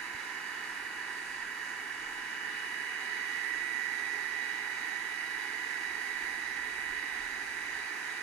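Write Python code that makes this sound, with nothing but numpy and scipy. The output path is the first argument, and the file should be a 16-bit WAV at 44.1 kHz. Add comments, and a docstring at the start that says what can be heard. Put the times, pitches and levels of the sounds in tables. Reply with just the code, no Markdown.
"""Two small fans whine and hiss inside a plastic tool on a wooden floor, heard by a phone held close above.
The whine is a set of pure tones at multiples of each fan's turning speed, shaken in level by gusts.
The hiss is random noise, coloured differently at the phone's two ports and shifting as the hand drifts.
Behind it lie low rumble, a wavering mains hum and buzz, and one bump of the hand on the phone."""
import sys
import numpy as np
from scipy.fft import rfft, irfft
from scipy.io import wavfile
from scipy.ndimage import uniform_filter1d

SR = 44100
rng = np.random.default_rng(int(sys.argv[2]) if len(sys.argv) > 2 else 0)


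def file_out(sig):
    """Save sig as 16-bit WAV at sys.argv[1]."""
    # one column per channel
    cols = np.atleast_2d(sig).T
    # limit, then scale
    lim = np.clip(cols, -1, 1)
    pcm = np.round(lim * 32767).astype(np.int16)
    wavfile.write(sys.argv[1], SR, pcm)


N = 362502
T = np.arange(N) / SR  # time of each sample, s
HZ = np.arange(N // 2 + 1) * SR / N + 1e-3  # pitch of each frequency bin, kept above 0 for the logarithm

# In every table, port 0 is left and port 1 is right; a lead says how far the left port is ahead.

# --- room ---
MAINS_HZ, BUZZ_DB = 60, -78  # the buzz sounds at twice the mains pitch
RUMBLE_DB, SWELL_HALF_S = -79, .09
# low swells added to the steady rumble: [peak_s, peak_level_db]
RUMBLE_SWELLS = [(.11, -77), (1.37, -78), (2.15, -67), (3.57, -76), (5.24, -72), (6.2, -71), (6.66, -74),
                 (6.93, -65), (7.27, -65), (7.7, -76)]
# a hum that comes in, grows and stops
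HUM_IDLE_DB, HUM_START_DB, HUM_RISE_DB_PER_S, HUM_WAVER_DB = -85, -76, 3, 2.5
HUM_ON_S, HUM_OFF_S, HUM_EDGE_S = 5.8, 7.83, .04
# one bump of the hand: [time_s, peak_level_db, push_length_s]
HAND_BUMP = (.1503, -50.5, .0017)
# steady bass noise of the room: [pitch_hz, level_db_per_hz]
ROOM_BASS = [(20, -110), (45, -97), (65, -95), (90, -99), (150, -104), (200, -130)]

# --- hiss ---
# air noise at each port before resonances: [pitch_hz, level_db_per_hz]
AIR_LEFT = [(150, -93), (300, -82), (450, -83.6), (600, -87.5), (800, -87.5), (1200, -83.2), (1800, -73.5),
            (2500, -71.5), (3500, -91), (5000, -90), (7000, -96.5), (10000, -97), (12500, -99.5),
            (15100, -106.1)]
AIR_RIGHT = [(150, -93), (300, -80.5), (450, -79.0), (600, -89.5), (800, -73.5), (1200, -79), (1800, -62.2),
             (2500, -73), (3500, -101.7), (5000, -90), (7000, -98.5), (10000, -85.5), (12500, -102.9),
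             (15100, -105.8)]
# resonances and notches of housing, floor and phone body: [pitch_hz, width_hz, level_db]
RESONANCES_LEFT = [(237, 34, 3), (407, 41, 5.0), (961, 230, 7), (2180, 559, -13), (2296, 207, 10),
                   (3891, 480, 11), (4366, 423, -14), (4477, 609, 13.5), (10738, 3221, -7.5)]
RESONANCES_RIGHT = [(517, 104, -8.5), (1976, 56, -4.5), (2444, 269, -8), (2744, 490, -4), (3482, 278, 8),
                    (4561, 482, 6), (6522, 1148, 12), (9567, 532, -7.5), (10656, 527, -6)]
# standing waves between tool and floor: [port, pitch_hz, width_hz, level_db]
STANDING_WAVES = [(0, 330, 40, 2.2), (0, 640, 90, -.5), (0, 790, 60, 2.2), (0, 960, 90, 2.2),
                  (0, 1230, 80, 2.5), (0, 1380, 90, -2.2), (0, 1620, 100, 2.5), (0, 1700, 80, -1.5),
                  (0, 2190, 90, -1.7), (0, 2620, 70, -2.5), (0, 2790, 70, .5), (0, 3300, 90, 2.5),
                  (0, 5700, 1500, -.5), (0, 13300, 1500, 1), (0, 3130, 80, -2.2), (0, 6830, 250, 1.8),
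                  (0, 7580, 300, 1.8), (0, 8630, 300, 2.5), (0, 9980, 300, 1.8), (1, 325, 40, 2.2),
                  (1, 612, 30, 4), (1, 650, 35, -6), (0, 650, 35, -4), (1, 720, 60, -2), (0, 4650, 300, 1),
                  (1, 950, 50, -3.5), (1, 1050, 60, 2), (1, 1125, 50, -5), (1, 1195, 60, 2.5),
                  (1, 1290, 60, -1.3), (1, 1720, 60, -2.2), (1, 1815, 80, 2.5), (1, 1925, 50, -2.5),
                  (1, 2020, 50, -3), (1, 2150, 60, -2.2), (1, 2080, 70, 2.2), (1, 2230, 70, 2.2),
                  (1, 4780, 120, -2.5), (1, 5950, 200, -2.5), (1, 7600, 600, 1.8), (1, 8230, 150, -2.2),
                  (1, 8700, 500, 1.5), (1, 12300, 300, 1.8), (1, 13900, 700, .9)]
# how alike the two ports are: [pitch_hz, likeness_0_to_1, lead_radians]
PORT_LIKENESS = [(60, .98, 1), (170, .95, 0), (350, .9, .1), (450, .82, .6), (560, .4, 1.53),
                 (700, .6, -0.2), (850, .66, 0.3), (1030, .52, 0), (1500, .68, 0.04), (2050, .25, 0.47),
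                 (2300, .52, 1.57), (3200, .27, -0.1), (3850, .52, 1.5), (4150, .15, .5), (4550, .55, 1.6),
                 (5170, .15, 3), (6200, .35, 5.7), (7500, .28, 8.3), (8300, .15, 9), (8700, .45, 8.1),
                 (9350, .05, 7.5), (9900, .5, 7.3), (10800, .1, 8), (12000, .2, 9.4), (12550, .55, 9.4),
                 (13100, .1, 8.2), (13600, .25, 7.2), (15000, .05, 7)]

# --- the drifting hand ---
SLIDE_START_S, SLIDE_END_S = 2.0, 3.25  # the hand slides the phone over the grille once
# treble nearness around the slide: [before_db, after_db]
NEARNESS = (-1.05, .45)
# bands that follow the nearness: [port, pitch_hz, width_hz, slope_db_per_db]
NEARNESS_BANDS = [(0, 9000, 9000, 1.0), (1, 9000, 9000, 1.0), (1, 6500, 500, 1.1), (1, 7150, 350, -3.5),
                  (1, 1000, 150, -1.3), (1, 330, 200, .7), (0, 330, 200, .7), (0, 3200, 300, 1.6),
                  (0, 5700, 1500, .9), (0, 13300, 1500, 1), (1, 14000, 1200, 1.9), (0, 7900, 300, -.8),
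                  (0, 2780, 80, -2.2), (0, 3370, 100, -1.2), (0, 1530, 80, 1), (1, 3760, 120, 1.5),
                  (1, 680, 120, 1.2), (1, 1875, 70, -2.2), (0, 2850, 70, -1.8), (1, 560, 90, .3)]
# change of the left hiss around 750 Hz: [time_s, level_db]
LEFT_LOW_HISS = [(0, -1.4), (1.5, -3.7), (3, -1), (4.1, 0), (5.7, 2.8), (7.5, -.1), (8.22, -.1)]
# change of the left hiss around 2400 Hz: [time_s, level_db]
LEFT_MID_HISS = [(0, -3), (1.9, -4.5), (2.5, 1), (3.4, 1.5), (5.5, 0), (8.22, 1)]
# hiss sharing the path of a nearby whine: [port, blade_multiple, pitch_hz, width_hz, share_of_db_change]
SHARED_PATHS = [(0, 2, 2070, 200, .35), (1, 2, 2050, 230, .42), (1, 2, 1875, 70, .45),
                (0, 3, 2920, 200, .3), (1, 3, 2970, 200, .5), (0, 4, 3900, 320, .8), (1, 4, 3850, 250, .5)]
WHINE_DIP_LIMIT_DB = -6  # a whine's dip below its mean counts only down to here for the hiss
FRESH_DB, FRESH_S = 3, .4  # the right hiss near 2100 Hz and the left near 3900 Hz start brighter, then settle
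SWELL_DB, FLICKER_DB = .5, .9  # slow swelling around the whine, quicker flicker in the treble

# --- fans ---
BLADES = 7
SHAFT_HZ, SECOND_SHAFT_HZ = 139.04, 142.07  # turns per second
# whine of the first fan as the phone drifts:
# [time_s, multiple_2_left_db, multiple_2_right_db, multiple_3_left_db]
DRIFTING_WHINES = [(0, -50, -57, -64), (.25, -50, -54, -59), (.55, -48, -47, -54), (1.3, -47, -46, -58),
                   (1.75, -48, -48, -55), (2.25, -49, -46, -50), (2.9, -51, -39, -48.5),
                   (3.3, -53, -35, -48.5), (3.75, -53, -32.3, -54), (4.0, -55, -34, -59),
                   (4.48, -54, -35, -52), (4.73, -54, -37, -51), (6.0, -54.5, -37, -53),
                   (6.45, -54, -37, -57), (7.0, -54, -37, -52), (7.47, -51, -39, -57), (7.8, -50, -40, -53),
                   (8.22, -51, -41, -56)]
# whines set only by the slide, for multiple 3 right, 4 left and 4 right: [before_db, after_db]
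SLIDE_WHINES = [(-57.5, -63), (-63.5, -58.7), (-83, -80)]
# blade tone of the second fan: [time_s, left_db, right_db, lead_radians]
SECOND_FAN = [(0, -53.5, -59, .7), (1.6, -55.5, -58, .7), (2.3, -54.5, -61, .7), (2.7, -52.5, -63, .5),
              (3.2, -54, -68, .3), (3.45, -59, -72, .2), (3.9, -59, -73, .1), (4.2, -54.5, -73, -.2),
              (5.6, -55.5, -73, -.1), (6.3, -53, -73, -.5), (6.8, -54.5, -73, -.5), (7.3, -58, -73, 0),
              (8.22, -57, -73, -.5)]
# lead for blade multiple 2: [time_s, lead_radians]
MULTIPLE_2_LEAD = [(0, 0), (1.2, -.35), (2.2, .1), (3.2, .2), (3.8, 0), (4.4, .2), (4.65, .85), (6, .65),
                   (8.22, .6)]
# lead for blade multiples 3 and 4 around the slide: [before_radians, after_radians]
SLIDE_LEADS = [(.65, 1.1), (-.8, 1.15)]
# weaker tones around the slide:
# [fan, shaft_multiple, left_before_db, left_after_db, right_before_db, right_after_db]
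WEAK_TONES = [(0, 7, -68, -64.5, -69, -70), (0, 15, -78, -78, -70, -62), (0, 35, -80, -80, -80, -80),
              (0, 42, -83, -83, -79, -79), (1, 2, -73, -73, -73, -73), (1, 3, -71, -71, -71, -71),
              (1, 14, -78, -75, -60, -57), (1, 21, -73, -75, -82, -81)]
# The next three lists go: multiples 2, 3 and 4 of the first fan, then the second fan.
# strength of the gusts on each whine: [shake_db]
GUST_SHAKE = [.3, .7, 1.8, 1.2]
# pace of the gusts on each whine: [new_levels_per_s]
GUST_PACE = [14, 14, 30, 16]
# slow wander of each whine as the hand trembles: [wander_db]
HAND_WANDER = [.3, .6, .3, .6]

# --- phone ---
TOP_HZ, EDGE_HZ, EDGE_DB = 15640, 15150, -5


def undb(db):
    """Turn decibels into a plain gain."""
    return 10 ** (np.asarray(db) / 20)


def curves(table):
    """Join the points of each table column with straight lines over time."""
    s, *columns = np.transpose(table)
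    return [np.interp(T, s, column) for column in columns]


def over_hz(table):
    """Join the points of each table column over pitch, on a log scale as in hearing."""
    hz, *columns = np.transpose(table)
    return [np.interp(np.log(HZ), np.log(hz), column) for column in columns]


def walk(rate):
    """Random level, drawn anew `rate` times a second and smoothed twice; its typical spread is 1."""
    hold = int(SR / rate)
    steps = np.repeat(rng.standard_normal(N // hold + 1), hold)
    smooth = uniform_filter1d(uniform_filter1d(steps, hold), hold)[:N]
    return smooth / smooth.std()


def white():
    """Spectrum of even noise at 0 dB per Hz."""
    return rfft(rng.standard_normal(N)) * np.sqrt(SR / 2)


def band(sound, hz, width):
    """Keep only a soft-edged band of a sound."""
    return irfft(rfft(sound) * np.exp(-2 * ((HZ - hz) / width) ** 2), N)


def slid(before, after):
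    """Move smoothly from one value to the other while the hand slides the phone."""
    u = np.clip((T - SLIDE_START_S) / (SLIDE_END_S - SLIDE_START_S), 0, 1)
    return before + (after - before) * u ** 2 * (3 - 2 * u)


def rumble():
    """Very low noise, steady with short bell-shaped swells."""
    noise = band(rng.standard_normal(N), 32, 32)
    swells = sum(undb(db) * np.exp(-.5 * ((T - at) / SWELL_HALF_S) ** 2) for at, db in RUMBLE_SWELLS)
    return (undb(RUMBLE_DB) + swells) * noise / noise.std()


def mains_hum():
    """A tone near the mains pitch with unsteady level and phase: faint, then growing until it stops."""
    tone = undb(HUM_WAVER_DB * walk(8)) * np.sin(2 * np.pi * MAINS_HZ * T + 1.6 * walk(5))
    on = (np.tanh((T - HUM_ON_S) / HUM_EDGE_S) - np.tanh((T - HUM_OFF_S) / HUM_EDGE_S)) / 2
    growing = undb(HUM_START_DB + HUM_RISE_DB_PER_S * (T - HUM_ON_S))
    return (undb(HUM_IDLE_DB) + on * growing) * tone / tone.std()


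def mains_buzz():
    """A tone at twice the mains pitch, its level wavering a little."""
    return np.sqrt(2) * undb(BUZZ_DB + 1.5 * walk(3)) * np.sin(2 * np.pi * 2 * MAINS_HZ * T)


def hand_bump():
    """The hand bumps the phone: one push in, then out."""
    at, peak_db, push = HAND_BUMP
    u = (T - at) / push
    return undb(peak_db) * u * np.exp(.5 - u ** 2 / 2)


def bass_floor():
    """Steady bass noise, mostly common to both ports with a little difference between them."""
    gain = undb(over_hz(ROOM_BASS)[0])
    common = irfft(white() * gain, N)
    difference = irfft(white() * gain, N)
    return common + .15 * difference * np.array([[1], [-1]])


def room():
    """All background sounds, nearly the same at both ports."""
    return rumble() + mains_hum() + mains_buzz() + hand_bump() + bass_floor()


def hiss():
    """Turbulent air, partly common to both ports, coloured by each port's resonances."""
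    like, lead = over_hz(PORT_LIKENESS)
    like = np.clip(like, 0, 1)
    left = white()
    right = like * left * np.exp(-1j * lead) + np.sqrt(1 - like ** 2) * white()
    ports = ((left, AIR_LEFT, RESONANCES_LEFT), (right, AIR_RIGHT, RESONANCES_RIGHT))
    fall = 1 / np.sqrt(1 + (110 / HZ) ** 8)  # small fans give no deep bass
    out = []
    for port, (air, base, body) in enumerate(ports):
        modes = list(body) + [row[1:] for row in STANDING_WAVES if row[0] == port]
        db = over_hz(base)[0]
        for hz, width, mode_db in modes:
            db = db + mode_db / (1 + (2 * (HZ - hz) / width) ** 2)
        out.append(irfft(air * undb(db) * fall, N))
    return np.array(out)


def whines():
    """Left and right dB of blade multiples 2, 3 and 4, then of the second fan's blade tone."""
    return curves(DRIFTING_WHINES) + [slid(*row) for row in SLIDE_WHINES] + curves(SECOND_FAN)[:2]


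def hand_moves():
    """List the bands that swell or sink as the moving phone shifts the standing waves."""
    near = slid(*NEARNESS)
    fresh = FRESH_DB * np.exp(-(T / FRESH_S) ** 2)
    moves = [(0, 750, 170, curves(LEFT_LOW_HISS)[0]), (0, 2400, 260, curves(LEFT_MID_HISS)[0])]
    moves += [(1, 2100, 250, fresh), (0, 3900, 320, fresh)]
    moves += [(int(port), hz, width, slope * near) for port, hz, width, slope in NEARNESS_BANDS]
    whine = whines()
    for port, multiple, hz, width, share in SHARED_PATHS:
        port = int(port)
        db = uniform_filter1d(whine[2 * (int(multiple) - 2) + port], SR // 2)  # smoothed over half a second
        moves.append((port, hz, width, share * np.maximum(db - db.mean(), WHINE_DIP_LIMIT_DB)))
    return moves


def restless_bands():
    """Bands of the hiss that rise and fall at random, each on its own but alike at both ports."""
    moves = []
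    for hz in 3500 * 2 ** (np.arange(7) / 3):  # steps of a third octave
        flicker = FLICKER_DB * walk(11)
        moves += [(port, hz, hz / 6, flicker) for port in (0, 1)]
    for hz in range(1200, 2800, 200):
        swell = SWELL_DB * walk(2.5)
        moves += [(port, hz, 130, swell) for port in (0, 1)]
    return moves


def drifted(air):
    """Raise or lower single bands of the hiss over time by adding or taking away part of each."""
    out = air.copy()
    for port, hz, width, db in hand_moves() + restless_bands():
        out[port] += (undb(db) - 1) * band(air[port], hz, width)
    return out


def shaft_angle(hz, waver):
    """Angle of a turning shaft in radians; its speed wavers by a small fraction, slowly and quickly."""
    speed = hz * (1 + waver * (walk(1.5) + walk(12)))
    return 2 * np.pi * np.cumsum(speed) / SR


def fans():
    """Spinning blades and shafts give tones at multiples of the turning speed; gusts shake their levels."""
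    angles = [shaft_angle(SHAFT_HZ, .00013), shaft_angle(SECOND_SHAFT_HZ, .0005)]
    tremble = [db * walk(3) for db in HAND_WANDER]
    whine = [db + tremble[i // 2] for i, db in enumerate(whines())]
    leads = curves(MULTIPLE_2_LEAD) + [slid(*row) for row in SLIDE_LEADS] + curves(SECOND_FAN)[2:]
    tones = []
    for i, (fan, multiple) in enumerate([(0, 2), (0, 3), (0, 4), (1, 1)]):
        left_db, right_db = whine[2 * i], whine[2 * i + 1]
        tones.append((fan, multiple * BLADES, left_db, right_db, leads[i], GUST_SHAKE[i], GUST_PACE[i]))
    for fan, multiple, *db in WEAK_TONES:
        tones.append((fan, multiple, slid(*db[:2]), slid(*db[2:]), .5, 2.5, 14))
    out = np.zeros((2, N))
    for fan, multiple, left_db, right_db, lead, shake_db, pace in tones:
        phase = int(multiple) * angles[int(fan)] + rng.uniform(0, 2 * np.pi)
        gust = np.sqrt(2) * undb(shake_db * walk(pace))  # root 2 turns average level into sine height
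        left = undb(left_db) * np.sin(phase + lead)
        right = undb(right_db) * np.sin(phase)
        out += gust * np.array([left, right])
    return out


def scene():
    """Room, drifting hiss and fan tones together."""
    return room() + drifted(hiss()) + fans()


def record(dry):
    """The phone thins the last treble and cuts the top off steeply."""
    edge = undb(EDGE_DB / (1 + np.exp((EDGE_HZ - HZ) / 30)))
    cut = 1 / np.sqrt(1 + (HZ / TOP_HZ) ** 2000)
    return irfft(rfft(dry) * edge * cut, N)


dry = scene()
out = record(dry)
file_out(out)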